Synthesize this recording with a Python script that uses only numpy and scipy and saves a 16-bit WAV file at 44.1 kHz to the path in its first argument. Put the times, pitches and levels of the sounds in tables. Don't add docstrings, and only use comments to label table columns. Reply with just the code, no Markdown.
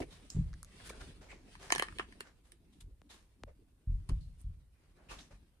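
import sys
import numpy as np
from scipy import signal
from scipy.fft import rfft, irfft, next_fast_len
from scipy.io import wavfile
from scipy.ndimage import uniform_filter1d, map_coordinates

SR = 44100
rng = np.random.default_rng(int(sys.argv[2]) if len(sys.argv) > 2 else 0)


def int16_out(signal):
    q = np.round(np.clip(np.atleast_2d(signal).T, -1, 1) * 32767)
    wavfile.write(sys.argv[1], SR, q.astype(np.int16))


N = 246959

# (frequency [Hz], left-right likeness [0-1])
STEREO_LIKENESS = [(60, 0.94), (290, 0.89), (640, 0.44), (1400, 0.24), (3000, 0), (15000, 0)]
# (frequency [Hz], relative level [dB])
AIR_EQ = [(100, -1), (400, 5.5), (1000, 3.5), (3000, -5), (6000, -4), (10000, 3), (12000, -10.5),
          (15000, -8.5)]
# (frequency [Hz], t60 [s])
ROOM_DECAY = [(200, 0.054), (1500, 0.2), (5000, 0.099), (12000, 0.11)]
# (frequency [Hz], gain [dB])
ROOM_EQ = [(300, -9), (700, -3.5), (1100, 0), (3000, 1.5), (6000, 5.5), (11000, -1)]
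# (frequency [Hz], relative level [dB])
RUMBLE_EQ = [(12, -18.5), (25, -4), (46, 8), (65, 3.5), (100, -3), (165, -11.5), (220, -38.5), (320, -44),
             (600, -54)]
# (frequency [Hz], width [Hz], gain [dB])
CAMERA_MODES = [(50.8, 36, 0.5), (96.4, 69, 1), (136, 18, -10), (160.2, 5.9, 8), (266, 61, 3)]
# (time [s], level [dB], length [s], low-pass corner [Hz])
GRIP_BUMPS = [(0.004, -47, 0.02, 130), (0.347, -33, 0.0038, 190), (0.361, -33, 0.058, 280),
              (0.46, -50, 0.11, 112), (1.092, -56.5, 0.043, 99), (1.897, -53.5, 0.033, 55.5),
              (2.817, -53, 0.065, 57), (3.419, -53.5, 0.062, 40.2), (3.871, -33, 0.064, 40.4),
              (4.09, -35.5, 0.011, 134.3), (4.113, -32, 0.0308, 50.7), (4.19, -53.5, 0.22, 29.2),
              (4.441, -41, 0.0583, 36), (5.089, -54.5, 0.039, 65), (5.306, -56.5, 0.059, 63)]
# (time [s], fizz level [dB], rub level [dB])
KNEAD_FADERS = [(0.0, -69, -63), (0.34, -67, -68), (0.45, -71, -65), (0.62, -72, -73), (0.85, -54.5, -62.5),
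                (.95, -61, -57.5), (1.019, -58, -56.5), (1.16, -62.5, -60.5), (1.29, -86.5, -65),
                (1.562, -63, -67), (1.811, -57, -61), (2.139, -68.5, -66.5), (2.261, -75.5, -74),
                (2.56, -81, -73.5), (3.79, -83, -76), (4.069, -75, -76), (4.709, -83.5, -78),
                (5.21, -70.5, -68.5), (5.4, -77.5, -74.5), (5.6, -83, -81)]
# (frequency [Hz], relative level [dB])
RUB_EQ = [(90, -17.5), (160, 1), (280, -1), (450, -8.5), (700, -17.5), (1400, -33), (4000, -65.5)]
# (frequency [Hz], relative level [dB])
FOAM_EQ = [(300, -30.5), (600, -9), (1000, -5.5), (1700, -4.5), (2600, -2.5), (4500, -5), (7000, -11.5),
           (9500, -5), (11000, -18.5), (14000, -17)]
# (frequency [Hz], width [Hz], gain [dB])
BOWL_MODES = [(660, 480, -16), (1054, 260, -2), (1783, 140, -0.5), (2160, 160, -12.5), (2610, 330, -1.5),
              (3050, 300, 3), (4140, 940, -0.5), (5150, 140, -2), (6560, 130, -5), (8980, 600, -0.5),
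              (8800, 1800, -1)]
# (low edge [Hz], high edge [Hz])
BANDS = [(280, 800), (800, 2200), (2200, 7000), (7000, 13500)]
# (time [s], rise [s], t60 [s], level [dB], tilt [dB/octave], ring pitch [Hz], ring [dB])
SKIN_SLIDES = [(.001, 0.0026, 0.11, -50.5, 1, 291, 32.5), (0.021, 0.0053, 0.064, -55.5, 0.5, 348, 24),
               (0.019, 0.0012, 0.083, -56, -4, 2330, 14), (0.098, 0.028, 0.36, -62, 1, 3700, 4.5),
               (0.304, 0.016, 0.92, -69, -2, 7400, 17.5), (0.362, 0.004, 0.15, -71, -4.5, 400, 15.5),
               (0.798, 0.0025, 0.15, -67.5, -5.5, 1650, 9.5), (0.834, 0.042, 0.075, -63.5, 7, 1570, 13.5),
               (0.89, 0.006, 0.074, -51, 3.5, 1290, 3), (0.921, 0.015, 0.51, -70, -7, 1500, 8.5),
               (0.996, 0.014, 0.16, -53.5, -1, 1470, 3), (1.205, 0.011, 1, -60, -2, 1360, -3.5),
               (1.283, 0.035, 0.32, -65.5, -1, 2220, 16.5), (1.285, 0.027, 0.28, -77.5, 0.5, 7660, 16),
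               (1.323, 0.0066, 0.045, -64, -7, 1130, 4), (1.59, 0.041, 1, -55.5, -0.5, 385, 1.5),
               (1.998, 0.00057, 0.093, -58.5, 2, 1250, 24.5), (1.99, 0.0068, 0.36, -70, -8, 2950, 26),
               (2.217, 0.057, 0.22, -64.5, -1.5, 1560, 4), (2.429, 0.032, 0.38, -71, 2, 3750, -3.5),
               (2.722, 0.0095, 0.47, -79.5, 4, 3470, 4), (2.802, 0.0077, 0.085, -62.5, 5, 3620, 1.5),
               (3.09, 0.021, 0.43, -59, 1.3, 3660, 2.5), (3.464, 0.027, 0.15, -73, -3, 543, 16),
               (4.096, 0.0013, 0.17, -63, -1.5, 261, 29), (4.096, 0.002, 0.082, -65, -0.5, 1300, 8),
               (4.206, 0.0044, 0.85, -87, 5, 4300, 12.5), (4.378, 0.027, 0.2, -76, 2.5, 9500, 9),
               (4.72, 0.12, 0.76, -85, -3.5, 2370, 11.5), (4.959, 0.033, 1, -75.5, -6, 1460, 3),
               (5.084, 0.022, 0.45, -57, 0.3, 2700, 5.5), (5.1075, 0.0041, 0.27, -50.5, -0.2, 1180, 3.5),
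               (5.1862, 0.0024, 0.21, -59, 0, 3660, 8), (5.199, 0.012, 0.45, -71.5, 0, 5800, 13),
               (5.302, 0.016, 0.21, -64, -2, 544, 3)]
# (time [s], length [s], level [dB], start pitch [Hz], end pitch [Hz])
FOLD_SQUELCHES = [(0.89, .011, -59, 3400, 3420), (0.896, 0.0083, -50.5, 2360, 2260),
                  (.898, 0.0066, -52, 1170, 950), (0.902, 0.0095, -49, 870, 222),
                  (.9095, 0.0053, -54, 1820, 1720), (0.922, 0.01, -62, 1640, 1450)]
# (time [s], level [dB])
SHEET_SNAPS = [(3.0173, -51), (3.4357, -34.5)]
# (time [s], tick level [dB], tick pitch [Hz], plip level [dB], plip pitch [Hz])
THREAD_CLICKS = [(0.531, -50, 4300, -50, 1500), (0.539, -47, 4540, -45.5, 1980),
                 (.6300, -32, 8700, -45, 1430), (0.647, -41, 8140, -57, 1450),
                 (.9035, -49, 6600, -48, 1500), (1.3271, -72, 4000, -47.5, 1320),
                 (1.995, -42, 2900, -35.5, 434), (2.2066, -37, 1500, -46, 447),
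                 (4.0948, -44.5, 4730, -45.5, 1180)]
# (time [s], level [dB], tilt [dB/octave], pocket pitch [Hz], ring [dB], skin pitch [Hz])
POCKET_POPS = [(0.301, -62, -4, 6300, 37.5, 7800), (1.5516, -58, 0.5, 990, 12, 2220),
               (1.7022, -38.5, -1, 1680, 10.5, 5400), (1.721, -25.5, 2, 1800, 7, 6660),
               (1.7277, -42.5, 4.5, 1760, 4.5, 9050), (1.749, -34.5, 1.8, 1355, -0.5, 3740),
               (1.7579, -36, -1, 1680, 6, 5900), (1.78, -45.5, 5.5, 1660, 15.5, 8750),
               (1.795, -33, 1, 1920, 10, 3000), (1.822, -32.5, 0.5, 1140, 8, 3230),
               (1.8315, -45.5, 1, 1700, 8.5, 4200), (1.8836, -59.5, -1, 1970, 22, 1210),
               (1.9234, -67, 3, 1150, 18, 8600), (1.9845, -46, 1.5, 2380, 10.5, 3300),
               (1.9946, -39.5, -3, 1240, 8.5, 2840), (2.123, -71, 4.5, 1870, 24.5, 8500),
               (2.205, -46, 4, 1450, 7.5, 2770), (2.5187, -52, 2.5, 2030, -7.5, 9000),
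               (4.0894, -55, 4, 1007, 6, 8200), (4.0935, -56, 5, 1150, 9, 4700),
               (4.413, -75.5, 2.5, 9460, 18.5, 9480)]

RING_SHARE = 0.97
MIRROR_DELAY_S = 0.0054


def amp(db):
    return 10 ** (np.asarray(db) / 20)


def unit(x):
    return x / np.sqrt(np.mean(x ** 2) + 1e-20)


def along(points, hz):
    freqs, values = np.transpose(points)
    return np.interp(np.log(hz + 1), np.log(freqs + 1), values)


def fade(t, t60):
    return np.exp(-np.log(1000) * t / t60)


def filtered(x, response):
    n = x.shape[-1]
    padded = next_fast_len(n + 4096)
    return irfft(rfft(x, padded) * response(np.fft.rfftfreq(padded, 1 / SR)), padded)[..., :n]


def band(x, edges, order=3):
    return signal.sosfilt(signal.butter(order, edges, "bandpass", fs=SR, output="sos"), x)


def resonance(hz, centre, width):
    return 1j * hz * width / (centre ** 2 - hz ** 2 + 1j * hz * width)


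def ringing(hz, modes):
    return sum(amp(db) * resonance(hz, centre, width) for centre, width, db in modes)


def add(track, time, sound):
    start = max(round(time * SR), 0)
    part = sound[..., :N - start]
    track[:, start:start + part.shape[-1]] += part


def spread(pair):
    turn = lambda hz: np.arccos(np.clip(along(STEREO_LIKENESS, hz), -1, 1)) / 2
    mid, side = filtered(pair, lambda hz: np.array([np.cos(turn(hz)), np.sin(turn(hz))]))
    return np.array([mid + side, mid - side])


def coloured(pair, eq):
    return unit(filtered(spread(pair), lambda hz: amp(along(eq, hz))))


def band_levels(shape_db, db, tilt, pitch, ring_db, ring_octaves=1.23):
    centres = np.sqrt(np.prod(BANDS, axis=1))
    lift = ring_db * np.exp(-(np.log2(centres / pitch) / ring_octaves) ** 2)
    return db + np.array(shape_db) + tilt * np.log2(centres / 2000) + lift


def room_tone(level_db=-81.5):
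    return amp(level_db) * coloured(rng.standard_normal((2, N)), AIR_EQ)


def room_reverb(send, build_s=0.004, clutter_t60=0.05):
    hz, t, spectrum = signal.stft(rng.standard_normal((2, SR // 2)), SR, nperseg=256)
    decaying = spectrum * fade(t, along(ROOM_DECAY, hz)[:, None])
    tail = spread(signal.istft(decaying, SR, nperseg=256)[1])
    t = np.arange(tail.shape[1]) / SR
    tail = tail * (1 - np.exp(-(t / build_s) ** 2)) * (1 + fade(t, clutter_t60))
    wet = signal.fftconvolve(send, tail / np.linalg.norm(tail[0]), axes=1)[:, :N]
    return filtered(wet, lambda hz: amp(along(ROOM_EQ, hz)))


def handling_rumble(level_db=-66, follow=0.73, settle_db=-6.5, settle_t60=0.58):
    t = np.arange(N) / SR
    times, _, rub_db = np.transpose(KNEAD_FADERS)
    work_db = np.interp(t, times, rub_db)
    power = amp(level_db + follow * (work_db - work_db.mean())) ** 2
    for time, db, length, _ in GRIP_BUMPS:
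        attack = np.clip((t - time) / length, 0, 1)
        release = fade(np.maximum(t - time - length, 0), settle_t60)
        power += (amp(db + settle_db) * attack * release) ** 2
    return np.sqrt(power) * coloured(rng.standard_normal((2, N)), RUMBLE_EQ)


def grip_bumps(judder_hz=43.3, scatter_s=0.0011, slip_db=2.0, low_hz=24, high_hz=200, firm_share=0.36):
    out, t = np.zeros((2, N)), np.arange(SR // 2) / SR
    slips = np.arange(6)
    for time, db, length, soft_hz in GRIP_BUMPS:
        late, strength = rng.standard_normal((2, len(slips)))
        times = slips / judder_hz + scatter_s * np.abs(late)
        sizes = np.clip(length * judder_hz - slips, 0, 1) * amp(slip_db * strength)
        force = np.bincount(np.round(times * SR).astype(int), sizes, len(t))
        body = filtered(force, lambda hz: ringing(hz, CAMERA_MODES) / (1 + 1j * hz / soft_hz) ** 2)
        low_cut = np.clip(firm_share * soft_hz, low_hz, high_hz / 2)
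        knocks = band(body, (low_cut, high_hz))
        add(out, time, amp(db) * knocks / np.sqrt(np.sum(knocks ** 2) / (length * SR)))
    return out


def crackle(size, cells_per_s):
    cells = (rng.random((2, size)) < cells_per_s / SR) * rng.standard_normal((2, size))
    return unit(cells) + rng.standard_normal((2, size))


def folds(pair, depth_db):
    spectrum = signal.stft(pair, nperseg=1024)[2]
    peaks = uniform_filter1d(rng.standard_normal(spectrum.shape[1:]), size=4, axis=0)
    drifting = unit(uniform_filter1d(peaks, size=5, axis=1))
    return signal.istft(spectrum * amp(depth_db * drifting), nperseg=1024)[1][:, :N]


def kneading(trim_db=2, stick_db=2, stick_hz=35):
    t = np.arange(N) / SR
    times, *faders = np.transpose(KNEAD_FADERS)
    fizz_gain, rub_gain = [amp(np.interp(t, times, db) + trim_db) for db in faders]
    flutter = map_coordinates(rng.standard_normal(N // 100), [t * stick_hz])
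    fizz = coloured(folds(crackle(N, cells_per_s=4000), depth_db=2.8), FOAM_EQ)
    rub = coloured(folds(rng.standard_normal((2, N)), depth_db=4.2), RUB_EQ)
    return unit(amp(stick_db * flutter)) * (fizz_gain * fizz + rub_gain * rub)


def skin_slides(shape_db=(-5, 0, 0.74, -2.5), direct=4, sing_db=7, sing_q=7, sing_t60=0.35):
    out, t = np.zeros((2, N)), np.arange(SR // 3) / SR
    for time, rise, t60, level_db, tilt, pitch, ring_db in SKIN_SLIDES:
        grain = spread(crackle(len(t), cells_per_s=1800))
        grain = filtered(grain, lambda hz: direct + ringing(hz, BOWL_MODES))
        singing = filtered(grain, lambda hz: resonance(hz, pitch, pitch / sing_q))
        grain += amp(sing_db + RING_SHARE * ring_db) * fade(t, sing_t60) * singing
        swell = np.minimum(t / rise, 1) * fade(np.maximum(t - rise, 0), t60)
        for edges, db in zip(BANDS, band_levels(shape_db, level_db, tilt, pitch, ring_db)):
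            add(out, time, amp(db) * unit(swell * band(grain, edges)) * np.sqrt(np.mean(swell ** 2)))
    return out


def fold_squelches(rough=0.48, flutter_hz=450):
    out = np.zeros((2, N))
    for time, length, db, start_hz, end_hz in FOLD_SQUELCHES:
        t = np.arange(int(length * SR)) / SR
        progress = t / length
        flutter, waver = [map_coordinates(knots, [t * flutter_hz], mode="wrap")
                          for knots in rng.standard_normal((2, SR // 100))]
        pitch = start_hz + (end_hz - start_hz) * progress
        whistle = np.sin(2 * np.pi * np.cumsum(pitch) / SR + rough * waver) * (1 + rough * flutter)
        add(out, time, amp(db) * unit(whistle * np.sin(np.pi * progress)))
    return out


def sheet_snaps(sweep_s=0.00008, cycles=1.05, hold_s=0.0042, t60=0.026, left_db=5, dull_hz=9000):
    out, t = np.zeros((2, N)), np.arange(SR // 16) / SR
    dive = np.sin(2 * np.pi * cycles * np.log1p(t / sweep_s))
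    envelope = (1 + t / hold_s) ** -0.45 * fade(t, t60)
    snap = filtered(dive * envelope, lambda hz: 1 / (1 + 1j * hz / dull_hz))
    for time, db in SHEET_SNAPS:
        add(out, time, amp([[db + left_db / 2], [db - left_db / 2]]) * snap)
    return out


def thread_clicks(tick_s=0.00032, width=1.38, plip_delay_s=0.00053, cycles=1.8, sag=0.2, mirror_db=-20):
    out, t = np.zeros((2, N)), np.arange(SR // 40) / SR
    opening = (t / tick_s * np.exp(1 - t / tick_s)) ** 2
    for time, tick_db, tick_hz, plip_db, plip_hz in THREAD_CLICKS:
        noise = spread(rng.standard_normal((2, len(t)))) + rng.standard_normal(len(t))
        tear = band(noise, (tick_hz / width, tick_hz * width), order=2)
        tick = unit(tear * opening) * np.sqrt(np.mean(opening ** 2))
        age = np.maximum(t - plip_delay_s, 0) * plip_hz / cycles
        pitch = plip_hz * (1 - sag * (1 - np.exp(-age))) * (age > 0)
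        plip = np.sin(2 * np.pi * np.cumsum(pitch) / SR) * 2 * age * np.exp(1 - 2 * age)
        click = amp(tick_db) * tick + amp(plip_db) * plip
        add(out, time, click)
        add(out, time + MIRROR_DELAY_S, amp(mirror_db) * click[::-1])
    return out


def pocket_pops(direct=0.3, pocket_q=5, skin_db=8, skin_q=7, spray_db=-6, mirror_db=-22):
    shape_db, left_db = (-10, -2, -2, -5.5), (-1, 1.5, -2, -8)
    middling_db, hollow_growth, near_drying = -42, 0.64, 0.15
    lead_s, swell_s, halo_s, halo_db = 0.01, 0.0016, 0.004, -22
    spray_hz, head = (11500, 14900), SR // 66
    mic_delays_s = np.array([[0], [0.00016]])
    lags_s = np.linspace(0.00027, 0, len(BANDS))
    out, reverb_send = np.zeros((2, 2, N))
    t = np.arange(SR // 14) / SR - lead_s
    halo = amp(halo_db) * np.exp(-np.abs(t) / halo_s)

    def burst(lag):
        age = np.maximum(t - lag, 0) / swell_s
        return (age * np.exp(1 - age)) ** 3 + halo

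    def levelled(part):
        return part / np.sqrt(np.sum(part[:, :head] ** 2, axis=1, keepdims=True) / (head - lead_s * SR))

    for time, level_db, tilt, pitch, ring_db, skin_hz in POCKET_POPS:
        size_db = level_db - middling_db
        levels = band_levels(shape_db, level_db, tilt, pitch, ring_db)
        levels[0] += hollow_growth * size_db
        tear = rng.standard_normal(len(t)) + spread(rng.standard_normal((2, len(t))))

        def path(hz):
            pocket = 1 + amp(RING_SHARE * ring_db) * resonance(hz, pitch, pitch / pocket_q)
            skin = 1 + amp(skin_db) * resonance(hz, skin_hz, skin_hz / skin_q)
            bowl = direct + ringing(hz, BOWL_MODES)
            return pocket * skin * bowl * np.exp(-2j * np.pi * hz * mic_delays_s)

        pop = amp(levels[-1] + spray_db) * levelled(band(tear * burst(0), spray_hz))
        for edges, db, lag, pan in zip(BANDS, levels, lags_s, left_db):
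            layer = band(filtered(tear * burst(lag), path), edges)
            pop += amp([[db + pan / 2], [db - pan / 2]]) * levelled(layer)
        start = time - lead_s
        add(out, start, pop)
        add(out, start + MIRROR_DELAY_S, amp(mirror_db) * pop[::-1])
        add(reverb_send, start, amp(-near_drying * max(size_db, 0)) * pop)
    return out, reverb_send


def scene(pop_send_db=-10.5, click_send_db=-18):
    pops, pop_send = pocket_pops()
    clicks = thread_clicks()
    air = room_tone()
    reverb = room_reverb(amp(pop_send_db) * pop_send + amp(click_send_db) * clicks)
    accents = pops + clicks + sheet_snaps() + fold_squelches() + skin_slides()
    return air + reverb + accents + grip_bumps() + kneading() + handling_rumble()


def record(dry, hiss_db=-84.5, top_hz=15500):
    treble_eq = [(20, 3.5), (10700, -4.5), (12000, -16), (14200, -12.0), (15400, -22.5)]  # (Hz, dB)
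    hiss = amp(hiss_db) * band(rng.standard_normal((2, N)), (8500, 14500), order=8)
    heard = filtered(dry, lambda hz: amp(along(treble_eq, hz))) + hiss
    return filtered(heard, lambda hz: hz < top_hz)


dry = scene()
out = record(dry)
int16_out(out)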